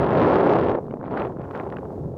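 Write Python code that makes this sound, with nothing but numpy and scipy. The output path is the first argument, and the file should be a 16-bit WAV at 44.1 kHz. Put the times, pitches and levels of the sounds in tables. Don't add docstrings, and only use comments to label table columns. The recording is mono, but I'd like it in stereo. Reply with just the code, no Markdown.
import sys
import numpy as np
from scipy import signal
from scipy.io import wavfile
from scipy.ndimage import uniform_filter1d

SR = 44100
rng = np.random.default_rng(int(sys.argv[2]) if len(sys.argv) > 2 else 0)


def transcribe(signal):
    frames = np.atleast_2d(signal).T
    limited = np.clip(frames, -1, 1)
    pcm = np.round(limited * 32767).astype(np.int16)
    wavfile.write(sys.argv[1], SR, pcm)


N = 95785
T = np.arange(N) / SR

# t/s, level/dB
HISS_ENVELOPE = [(0, -3), (.7, -9), (.8, -0.5), (1.05, -5.5), (1.23, 2), (1.38, -3), (1.55, 3), (1.75, 0),
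                 (1.95, 2.5), (2.15, -1)]
# f/Hz, level/dB
HISS_SPECTRUM = [(500, -100), (1500, -106), (2500, -110), (4500, -110), (7000, -112), (9000, -116),
                 (12000, -116), (15000, -118)]
RUMBLE_SPECTRUM = [(25, -43.5), (45, -40.5), (65, -30), (85, -23.5), (140, -21), (200, -29.5), (320, -39.5),
                   (600, -54.5)]
LEFT_SPECTRUM = [(100, -46), (180, -31), (270, -29.5), (390, -24), (600, -29.5), (1000, -35.5),
                 (1400, -43.5), (2000, -54.5), (3000, -59), (4200, -75), (6000, -92.5), (8500, -106)]
RIGHT_SPECTRUM = [(100, -32), (180, -24.5), (280, -26.5), (390, -31), (600, -29.5), (1000, -37.5),
                  (1400, -43), (2000, -52), (3000, -56.5), (4200, -61), (6000, -90.5), (8500, -102)]
# t/s, level/dB
SNAP_EDDIES = [(0.357, -1.5), (0.536, -4), (0.558, -3), (1.255, -25.5), (1.417, -24), (1.512, -20),
               (1.557, -16), (1.577, -17), (1.702, -18), (1.787, -30)]
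# t/s, thump/dB, thump f/Hz, crackle/dB, port (0 left, 1 right)
POP_EDDIES = [(0.123, -31, 510, -15.5, 1), (0.166, -7.5, 302, -22, 1), (0.182, -9.5, 254, -26, 1),
              (0.217, -4.5, 447, -15.5, 1), (0.248, -27, 500, -15, 1), (0.272, -2.5, 600, -23, 0),
              (0.627, -8, 327, -15.5, 1), (0.75, -2, 557, -20, 1), (0.752, -3, 450, -19, 0),
              (0.775, -7, 450, -45, 1), (0.787, -7.5, 547, -42, 0), (0.883, -19.5, 700, -45, 1),
              (0.911, -11.5, 317, -31, 1), (0.926, -17.5, 650, -44, 1), (0.9398, -6.5, 424, -26.5, 1),
              (0.971, -17.5, 590, -39, 1), (1.013, -16.5, 760, -32.5, 1), (1.030, -16, 600, -31, 1),
              (1.041, -10.5, 580, -29, 1), (1.058, -25, 890, -30, 1), (1.0816, -13, 800, -30, 1),
              (1.122, -12, 600, -32, 1), (1.174, -10, 560, -16, 1), (1.205, -10, 500, -27, 0),
              (1.22, -10.5, 650, -19.5, 0), (1.251, -10, 560, -22.5, 1), (1.281, -13.5, 454, -44, 1),
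              (1.37, -19, 750, -45, 0), (1.397, -11.5, 395, -43, 0), (1.411, -16, 400, -37, 1),
              (1.44, -22, 810, -36, 0), (1.452, -26, 800, -36, 0), (1.481, -36, 750, -40, 0),
              (1.51, -16, 745, -24.5, 0), (1.551, -26, 900, -21.5, 0), (1.599, -21, 710, -20, 0),
              (1.612, -19, 595, -30, 0), (1.666, -13, 614, -54, 0), (1.725, -23, 805, -24.5, 0),
              (1.737, -17, 750, -40, 0), (1.769, -35, 645, -24, 0), (1.786, -17, 594, -24.5, 0),
              (1.832, -14.5, 600, -51, 0), (1.855, -18.5, 780, -48, 0), (1.906, -19.5, 706, -48, 0),
              (1.98, -17, 450, -59, 0)]
# t/s, rumble/dB, buffeting/dB, tilt/(dB/oct)
LEFT_FLOW = [(0.0, -20, -15.5, 0.5), (0.13, -36.5, -17, 1.5), (0.24, -21.5, -11.5, -0.14),
             (0.36, -28, -13, 0.6), (0.52, -33.5, -11.2, -1.34), (0.6, -25.5, -15.5, 0.5),
             (0.70, -30, -15, 0.25), (0.74, -25.5, -18, -1), (0.77, -40, -22, -1.5),
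             (0.825, -40, -30.5, -8), (0.97, -44.5, -36, -12), (1.075, -46, -34.5, -0.5),
             (1.135, -32.5, -21, -1), (1.22, -33.5, -21.5, 3.0), (1.275, -33.5, -25, -1),
             (1.35, -38, -29.5, -8), (1.41, -27.5, -32.5, 3.5), (1.49, -39, -30.5, -1.5),
             (1.57, -55, -26.5, 3), (1.68, -30, -26.5, -2.4), (1.84, -41, -28, -3.5),
             (1.98, -40, -27, -7.5), (2.17, -51, -29, -10)]
RIGHT_FLOW = [(0.0, -22, -21, -1.5), (0.1, -28.5, -19, -2.5), (0.18, -17, -18, 0.5),
              (0.3, -29.5, -19, -2.3), (0.53, -31, -23, -4), (0.62, -19.5, -24, 0.5),
              (0.69, -30, -22.5, -7), (0.82, -37.5, -26.5, -6.5), (0.99, -45.5, -27, -8.5),
              (1.06, -37.5, -26, -2), (1.18, -28.5, -25.5, 2), (1.33, -30, -31, -4), (1.4, -28, -28.5, -25),
              (1.48, -34, -35.5, -13), (1.7, -31, -58, -2), (1.94, -30.5, -49, 0), (2.06, -20, -50, 0.5),
              (2.17, -30.5, -57, 4)]


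def from_db(db):
    return 10 ** (np.asarray(db) / 20)


def unit_rms(x):
    return x / np.sqrt(np.mean(x ** 2) + 1e-20)


def in_time(rows):
    times_s, *columns = np.transpose(rows)
    return [np.interp(T, times_s, column) for column in columns]


def butter(x, hz, kind, order=2):
    return signal.sosfilt(signal.butter(order, hz, kind, fs=SR, output="sos"), x)


def drift(hz):
    step, settle = 20, 2000
    pole = np.exp(-2 * np.pi * hz * step / SR)
    noise = rng.standard_normal(N // step + settle + 2)
    slow = signal.lfilter([1], [1, -2 * pole, pole * pole], noise)[settle:]
    return np.interp(np.arange(N) / step, np.arange(len(slow)), unit_rms(slow))


def bands(spectrum):
    f_hz, level_db = np.transpose(spectrum)
    edges_hz = 22 * 2 ** (np.arange(30) / 3)
    for low, high in zip(edges_hz, edges_hz[1:]):
        if high > f_hz[0] and low < f_hz[-1]:
            hz = np.sqrt(low * high)
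            density_db = np.interp(np.log(hz), np.log(f_hz), level_db)
            noise = butter(rng.standard_normal(N + SR // 10), [low, high], "band", order=3)[-N:]
            yield hz, unit_rms(noise) * np.sqrt(high - low) * from_db(density_db)


def levelling_gain(x, window_s=0.04):
    return 1 / np.sqrt(uniform_filter1d(unit_rms(x) ** 2, int(window_s * SR)) + .05)


def spikes(kicks, width_s, top_hz=4600):
    cusp = np.exp(-abs(np.arange(-80, 81)) / (width_s * SR))
    softened = butter(np.convolve(kicks, cusp, "same"), top_hz, "low", order=3)
    return butter(softened, 120, "high", order=1)


def hiss():
    level_db, = in_time(HISS_ENVELOPE)
    return from_db(level_db) * sum(noise for _, noise in bands(HISS_SPECTRUM))


def snaps():
    kicks = np.zeros(N)
    for at_s, level_db in SNAP_EDDIES:
        kicks[int(at_s * SR)] -= from_db(level_db)
    return spikes(kicks, width_s=0.00018)


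def pops(width_cycles=0.37, burst_s=.0012, band_hz=(860, 1630), top_hz=3310):
    out = np.zeros((2, N + SR))
    t = np.arange(-SR // 100, SR // 100) / SR
    for at_s, thump_db, hz, crackle_db, side in POP_EDDIES:
        thump = -np.sin(2 * np.pi * hz * t) * np.exp(-(hz * t / width_cycles) ** 2)
        burst = rng.standard_normal(len(t)) * np.exp(-abs(t) / burst_s)
        burst = butter(butter(burst, band_hz, "band"), top_hz, "low", order=4)
        pop = from_db(thump_db) * thump + from_db(crackle_db) * burst / abs(burst).max()
        start = int(at_s * SR) - len(t) // 2
        out[int(side), start:start + len(t)] += pop
    return out[:, :N]


def rumble(level_db):
    bass = sum(noise for _, noise in bands(RUMBLE_SPECTRUM))
    return bass * np.sqrt(levelling_gain(bass)) * from_db(level_db)


def buffeting(level_db, tilt_db_oct, spectrum, flutter):
    gale_db, flutter_hz = -12.5, 95
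    tilt_from_hz, crackle_from_hz, fade_from_hz = 410, 750, 1170
    layers = list(bands(spectrum))
    lull_db = np.clip(gale_db - level_db, 0, 14)
    eddies = (flutter + 0.1 * lull_db) * np.clip(drift(flutter_hz), -2, 1.3)
    roar = unit_rms(sum(noise for hz, noise in layers if hz < crackle_from_hz))
    crests = np.clip(roar, -3, 1.72)
    out = 0
    for hz, noise in layers:
        tilt_oct = np.clip(np.log2(hz / tilt_from_hz), 0, 2.6)
        flutter_db = eddies * (1.5 + tilt_oct)
        crackle_db = 4.5 * np.clip(np.log2(hz / crackle_from_hz), 0, 2) * crests
        fade_db = 0.4 * np.clip(np.log2(hz / fade_from_hz), 0, 1.5) * (level_db - gale_db)
        shake = unit_rms(from_db(flutter_db + crackle_db))
        out = out + noise * shake * from_db(level_db + fade_db + tilt_db_oct * tilt_oct)
    return out * levelling_gain(roar * from_db(eddies))


def port_wind(flow, spectrum, flutter):
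    crest_threshold, spike_gain_db = 0.23, 4
    rasp_gain_db, rasp_hz = -36, (1910, 3900)
    rumble_db, buffet_db, tilt_db_oct = in_time(flow)
    pressure = rumble(rumble_db) + buffeting(buffet_db, tilt_db_oct, spectrum, flutter)
    excess = np.clip(pressure - crest_threshold, 0, .3)
    peaks, _ = signal.find_peaks(pressure, distance=SR // 1200)
    kicks = np.zeros(N)
    kicks[peaks] = excess[peaks] * rng.uniform(0.21, 1, N)[peaks]
    steepening = spikes(kicks, width_s=0.00021)
    rasp = excess * unit_rms(butter(rng.standard_normal(N), rasp_hz, "band", order=3))
    return pressure + from_db(spike_gain_db) * steepening + from_db(rasp_gain_db) * rasp


def scene():
    left = port_wind(LEFT_FLOW, LEFT_SPECTRUM, flutter=-0.09) + snaps() + hiss()
    right = port_wind(RIGHT_FLOW, RIGHT_SPECTRUM, flutter=1) + hiss()
    return np.array([left, right]) + pops()


def record(dry):
    cutoff_hz = 15800
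    rounded = dry / (1 + dry ** 6) ** (1 / 6)
    return signal.sosfilt(signal.ellip(10, .1, 80, cutoff_hz, fs=SR, output="sos"), rounded)


dry = scene()
out = record(dry)
transcribe(out)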